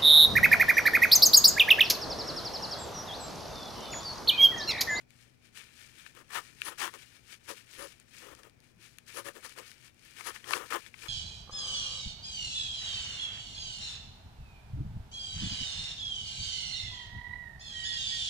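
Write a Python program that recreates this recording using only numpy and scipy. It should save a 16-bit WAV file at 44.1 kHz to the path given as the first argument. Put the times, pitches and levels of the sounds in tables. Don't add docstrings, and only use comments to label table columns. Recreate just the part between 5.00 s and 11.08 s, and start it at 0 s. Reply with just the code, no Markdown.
import sys
import numpy as np
from scipy import signal
from scipy.fft import rfft, irfft
from scipy.io import wavfile
from scipy.ndimage import uniform_filter1d

SR = 44100
rng = np.random.default_rng(int(sys.argv[2]) if len(sys.argv) > 2 else 0)


def log_audio(samples):
    frames = np.atleast_2d(samples).T
    limited = np.clip(frames, -1, 1)
    pcm = np.round(limited * 32767).astype(np.int16)
    wavfile.write(sys.argv[1], SR, pcm)


def boost(x):
    u = np.asarray(x, float) / 20
    return 10 ** u


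N = 268286

# [touch-down t/s, length/s, level/dB, desk re sheet/dB, squeal re hiss/dB]
GRIPPING_STROKES = [
    (1.649, 0.052, -39.5, -7.5, 1.5),
    (2.48, .047, -41.5, 2, -4),
    (2.782, .08, -45.5, 7.5, 1.5),
    (4.148, .062, -41.5, 1.5, -1),
    (4.247, .052, -43, 3, -3),
    (4.434, 0.035, -44, -10, -4),
    (5.246, .06, -39, -7, -2.5),
    (5.485, .104, -37.5, -0.5, -5),
]
# [touch-down t/s, length/s, level/dB, desk re sheet/dB, pressure ring re sheet/dB]
GLIDING_STROKES = [(1.147, 0.075, -53, -1, -4), (1.297, .04, -49, -10, -3), (1.326, .076, -35, -11.5, -2.5),
                   (1.7, 0.037, -50, -2, -1), (1.784, .096, -32, -10, -3.5), (1.934, 0.027, -49.5, 0, -1),
                   (3.206, .133, -52.5, 4, -1), (3.366, .051, -57.5, 4, -3), (3.431, 0.053, -59.5, 5, -1),
                   (4.344, .048, -51.5, 5.5, -3.5), (4.565, .049, -45.5, 0.5, -3.5),
                   (5.191, .029, -47, -8, -3.5), (5.342, 0.027, -44.5, -17, -7.5),
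                   (5.442, 0.11, -44, -2, -3), (5.56, .095, -46.5, 1, 0.5), (5.704, .02, -38, -5, -6),
                   (5.722, .048, -34.5, 0, 2), (5.655, .045, -52, -16, -12), (2.44, .035, -59, -20, -14),
                   (6.025, .05, -53, -4.5, -1.5)]
# [fastest moment t/s, level/dB, 20 dB rise/s, 20 dB fall/s]
HAND_SLIDES = [(.015, -64, 2, .04), (.12, -65, .06, .5), (.215, -58.5, 0.09, 0.11),
               (.453, -57.5, 0.05, 0.07), (.573, -46, 0.04, 0.13), (.815, -52.5, 0.2, 0.25),
               (0.995, -48, 0.06, 0.06), (1.066, -53.5, 0.07, 0.1), (1.461, -53, 0.28, .19),
               (1.622, -49, 0.07, 0.21), (2.025, -53.5, 0.52, 0.14), (2.156, -56.5, 0.2, .1),
               (2.334, -45, 0.09, 0.04), (2.579, -51, .2, .11), (2.736, -48.5, 0.08, 0.2),
               (2.882, -51, 0.23, 0.12), (3.011, -59.5, .038, .033), (3.176, -50.5, 0.12, .3),
               (3.64, -64, 0.06, 0.2), (3.826, -53, 0.05, 0.22), (4.087, -48, .03, .3),
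               (4.526, -50.5, .27, .035), (4.678, -51, .2, 0.16), (4.863, -51.5, .1, 0.05),
               (5.076, -54.5, .135, .16), (5.183, -47.5, 0.06, 0.25), (5.368, -52.5, 0.28, 0.08),
               (5.81, -52, .69, .07), (5.869, -52, 0.12, .06), (6.037, -45.5, 0.11, .14)]
# [f/Hz, level/dB]
DESK_TONE = [(180, -21.5), (260, -10.5), (340, 1.5), (450, -0.5), (560, -2.5), (680, -14), (800, -33.5)]
# [f/Hz, level/dB]
PRESSED_TONE = [(550, -30), (700, -6.5), (890, 0), (1050, 2), (1250, 5.5), (1450, -3), (1900, -37.5)]
# [f/Hz, level/dB]
FREE_SHEET_TONE = [(1000, -34), (1350, -8), (1800, -2), (2050, -2.5), (2350, 1), (2700, -2.5), (3200, -1),
                   (3800, -8.5), (5000, -42)]
# [f/Hz, level/dB]
PINNED_SHEET_TONE = [(1000, -29.5), (1350, -5.5), (1800, 3.5), (2350, -5.5), (2800, -3.5), (3300, -2),
                     (3800, -13), (4400, -23)]
# [f/Hz, level/dB]
FIBRE_TONE = [(3200, -34.5), (3900, -2.5), (4700, -1), (5100, -1.5), (5450, 1), (6000, -3), (7400, -4.5),
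              (8600, -5), (10300, -5.5), (11200, -12), (13500, -13), (15600, -16.5), (16000, -27)]
# [f/Hz, width/Hz]
PEN_NOTES = [
    (554, 18.6),
    (10050, 1500),
]
# [t/s, peak level/dB, ring f/Hz, snap level/dB]
TIP_TAPS = [
    (0.106, -53, 2400, -54.5),
    (1.0638, -37, 1600, -54),
    (1.6179, -21.5, 1600, -38),
    (5.2085, -32.5, 1330, -45),
    (5.362, -34.5, 1170, -57),
    (5.863, -36, 2100, -54),
]
# [t/s, peak level/dB, ring f/Hz, snap level/dB]
PAPER_TICKS = [(1.1512, -53, 2220, -51.5), (1.8906, -51, 1830, -51), (1.9389, -41.5, 1350, -40.5),
               (2.9996, -56, 1880, -48), (3.3505, -52, 1980, -47), (3.4334, -50.5, 1780, -47.5),
               (3.6034, -66, 2380, -54), (3.9852, -45, 1700, -41.5), (4.0774, -50.5, 2180, -51),
               (4.4947, -51, 1450, -44), (4.7157, -41, 1900, -45), (4.879, -52, 2020, -56),
               (4.945, -70, 3000, -60), (4.994, -62, 2600, -59), (5.051, -58, 2600, -52),
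               (3.377, -70.5, 3000, -58), (3.396, -70, 3000, -57), (3.497, -66, 2390, -53.5),
               (5.442, -35.5, 2010, -63), (5.7054, -35, 1400, -36), (5.7239, -22, 1230, -52),
               (5.9908, -46.5, 2400, -56)]
# [t/s, peak level/dB, ring f/Hz, snap level/dB]
SHEET_CRUNCHES = [
    (5.508, -25.5, 1200, -34),
    (5.5342, -15, 1550, -32),
    (5.9409, -37, 1350, -69),
]
# [f/Hz, level/dB]
SNAP_TONE = [(600, -23), (1500, -2), (5000, 2.5), (10000, -0.5), (15600, -16), (16000, -34)]
# [t/s, peak level/dB, f/Hz, 60 dB fade/s]
DESK_BUMPS = [
    (2.78, -60, 45.5, 0.58),
    (3.32, -58, 61.5, 0.35),
    (3.766, -50, 179, 0.1),
    (3.79, -56, 330, .08),
    (6.03, -56.5, 45, .4),
]
# [f/Hz, level/dB]
PHONE_SHADOW = [(100, -10), (300, -22.5), (700, -27), (1050, -27.5), (1400, -32), (1900, -27),
                (2700, -23.5), (3500, -31), (4300, -25), (6000, -47), (9000, -99), (16000, -62)]
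# [f/Hz, level per Hz/dB]
NEAR_NOISE = [(12, -18), (20, -5), (74, -1), (130, 0.5), (187, -4.5), (337, -6), (558, -15), (1030, -20.5),
              (1610, -19), (2200, -16.5), (2390, -10.5), (2910, -31), (5680, -27), (9670, -42),
              (16000, -34)]
# [f/Hz, level per Hz/dB]
FAR_NOISE = [(20, -11), (60, 2), (150, -3), (350, -4), (700, -6), (1200, -15), (2500, -18.5), (4300, -18.5),
             (6000, -23), (8000, -26.5), (13000, -30.5), (16000, -29)]


def level(x, db):
    return x * boost(db) / np.sqrt(np.mean(x ** 2))


def colour(x, points):
    hz, db = np.transpose(points)
    grid = np.maximum(np.arange(1025) * SR / 2048, 1)
    cepstrum = irfft(np.interp(np.log(grid), np.log(hz), db) * np.log(10) / 20)
    cepstrum[1:1024] *= 2
    cepstrum[1025:] = 0
    return signal.fftconvolve(x, irfft(np.exp(rfft(cepstrum))))[:N]


def ring(x, hz, width):
    b, a = signal.iirpeak(hz, hz / width, SR)
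    once = signal.lfilter(b, a, x)
    return level(signal.lfilter(b, a, once), 0)


def walk(rate):
    k = int(SR / rate)
    steps = np.repeat(rng.standard_normal(N // k + 1), k)
    return 1.297 * uniform_filter1d(uniform_filter1d(steps, k), k)[:N]


def grains(rate, spread_db):
    slips = rng.random(N) < rate / SR
    return slips * rng.standard_normal(N) * boost(spread_db * rng.exponential(size=N))


def rubbing():
    sheet_db, desk_db, press_db, hiss_db, squeal_db = touch()
    patchy = boost(walk(70))
    slips = level(grains(7000, 0.6) * patchy * boost(1.29 * walk(250)), 0)
    fine = level(grains(20000, 1.8) * boost(2.0 * walk(300)), 0) + 0.5 * slips

    grip = 1 / (1 + boost(-4.0 * (squeal_db - hiss_db + 3.0)))
    barrel, squeak = PEN_NOTES
    swing = ring(slips, *barrel)
    squeal = ring(fine, *squeak)
    swing = ring(np.tanh(3.7 * swing), *barrel)
    hiss = level(colour(fine, FIBRE_TONE), 0) + boost(-0.5) * grip * squeal
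    hiss = hiss * (1 + 0.75 * grip * np.tanh(swing)) / np.sqrt(1 + 0.5 * grip ** 2)

    note = 1 / (1 + boost(-3.0 * (squeal_db - hiss_db + 5.5)))
    note = note / (1 + boost(-2.5 * (desk_db + 3)))
    desk = (1 - 0.65 * note) * level(colour(slips, DESK_TONE), 0) + 0.95 * note * swing

    pinned = 1 / (1 + boost(-2.5 * (press_db + 7.5)))
    sheet = pinned * level(colour(slips, PINNED_SHEET_TONE), 0)
    sheet = sheet + (1 - pinned) * level(colour(slips, FREE_SHEET_TONE), 0)
    body = sheet + boost(press_db) * level(colour(slips, PRESSED_TONE), 0)
    return boost(sheet_db + 6.5) * (body + boost(desk_db) * desk + boost(hiss_db) * hiss)


def touch():
    grip_press_db, grip_hiss_db = -3, -1.5
    glide_hiss_db, glide_squeal_db = -5.5, -17
    dome_db, land_s, lift_s = 9, 0.013, 0.026
    desk_swell_db, press_swell_db, hiss_swell_db = 8.5, 6.5, -2.5
    desk_coupling_db, hiss_per_press = -3, -0.6
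    hand_db = np.array([-19, -15.5, -1.5, -14])[:, None]
    hand_turn_s, sheet_share_db = 0.006, -5.5

    t = np.arange(0, N / SR + 0.002, 0.001)
    rows = [(*r[:4], grip_press_db, grip_hiss_db, grip_hiss_db + r[4]) for r in GRIPPING_STROKES]
    rows += [(*r, glide_hiss_db, glide_squeal_db) for r in GLIDING_STROKES]
    start, length, db, desk_db, press_db, hiss_db, squeal_db = np.array(rows).T[:, :, None]
    dig = np.clip((t - start) / length, 0, 1) - 0.5
    off = np.maximum(start - t, 0) / land_s + np.maximum(t - start - length, 0) / lift_s
    strokes = boost(2 * (db - dome_db * (2 * dig) ** 2 - 20 * off))
    muffling = hiss_per_press * (press_db - grip_press_db)
    tip_db = np.array([desk_db + desk_coupling_db + desk_swell_db * dig,
                       press_db + press_swell_db * dig,
                       hiss_db + hiss_swell_db * dig + muffling,
                       squeal_db + hiss_swell_db * dig])

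    peak, db, rise, fall = np.array(HAND_SLIDES).T[:, :, None]
    away = np.hypot(t - peak, hand_turn_s)
    slides = boost(2 * (db - 20 * away / np.where(t < peak, rise, fall))).sum(axis=0)

    total = strokes.sum(axis=0) + slides
    shares = ((strokes * boost(2 * tip_db)).sum(axis=1) + slides * boost(2 * hand_db)) / total
    powers = (total * boost(2 * sheet_share_db), *shares)
    return [np.interp(np.arange(N) / SR, t, 10 * np.log10(power)) for power in powers]


def ticks():
    size = 2048
    out = np.zeros(N + size)
    t = np.arange(size) / SR
    kinds = ((TIP_TAPS, 0.003), (PAPER_TICKS, 0.011), (SHEET_CRUNCHES, 0.016))
    rows = [(*row, t60) for kind, t60 in kinds for row in kind]
    chances = rng.standard_normal((len(rows), 2, size))
    for (s, db, hz, snap_db, t60), chance in zip(rows, chances):
        knock = chance[0] * boost(-60 * t / max(t60, 0.002))
        turn = 2 * np.pi * hz * t
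        patch = np.sin(turn) + np.sin(1.593 * turn) + 0.24 * np.sin(2.31 * turn)
        patch = patch * boost(-60 * t / 0.0039) * np.minimum(t / 0.00049, 1)
        tone = signal.fftconvolve(knock, patch)[:size]
        tone = signal.lfilter(*signal.butter(3, 0.7 * hz, "high", fs=SR), tone)
        snap = colour(chance[1] * boost(-60 * t / 0.0018), SNAP_TONE)[:size]
        i = int(s * SR)
        out[i:i + size] += boost(db + 5.5) * tone / np.abs(tone).max()
        out[i:i + size] += boost(snap_db + 13) * snap / np.abs(snap).max()
    return out[:N]


def bumps():
    start, db, hz, t60 = np.array(DESK_BUMPS).T[:, :, None]
    late = np.maximum(np.arange(N) / SR - start, 0)
    swell = np.minimum(late / 0.0075, 1)
    return np.sum(boost(db - 60 * late / t60) * swell * np.sin(2 * np.pi * hz * late), axis=0)


def room():
    hum_hz, hum_db, lead = 121, -65.5, 40
    shared = rng.standard_normal(N)
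    bass = signal.lfilter(*signal.butter(1, 250, fs=SR), shared)
    far = level(colour(0.86 * np.roll(bass, -lead) + rng.standard_normal(N), FAR_NOISE), -70)
    near = level(colour(shared * boost(1.0 * walk(2.9)), NEAR_NOISE), -63.5)
    phase = 2 * np.pi * np.cumsum(hum_hz + 6.0 * walk(12)) / SR
    hum = boost(hum_db + 1.3 * walk(4.94)) * (np.sin(phase) + 0.53 * np.sin(2 * phase))
    return np.array([near + hum, far + boost(-15.5) * np.roll(hum, -lead)])


def scene():
    writing = rubbing() + ticks()
    t = np.arange(4000) / SR
    tails = rng.standard_normal((2, 4000)) * boost(-60 * t / 0.045)
    near = writing + boost(-35.0) * signal.fftconvolve(writing, tails[0])[:N]
    far = writing + boost(-23.0) * signal.fftconvolve(writing, tails[1])[:N]
    far = colour(far, PHONE_SHADOW)
    return np.array([near, far]) + room() + bumps() * boost([[0], [-4.5]])


def top_cut(x):
    return signal.sosfilt(signal.butter(12, 15840, fs=SR, output="sos"), x)


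def record(dry):
    return top_cut(dry)


dry = scene()
out = record(dry)
log_audio(out)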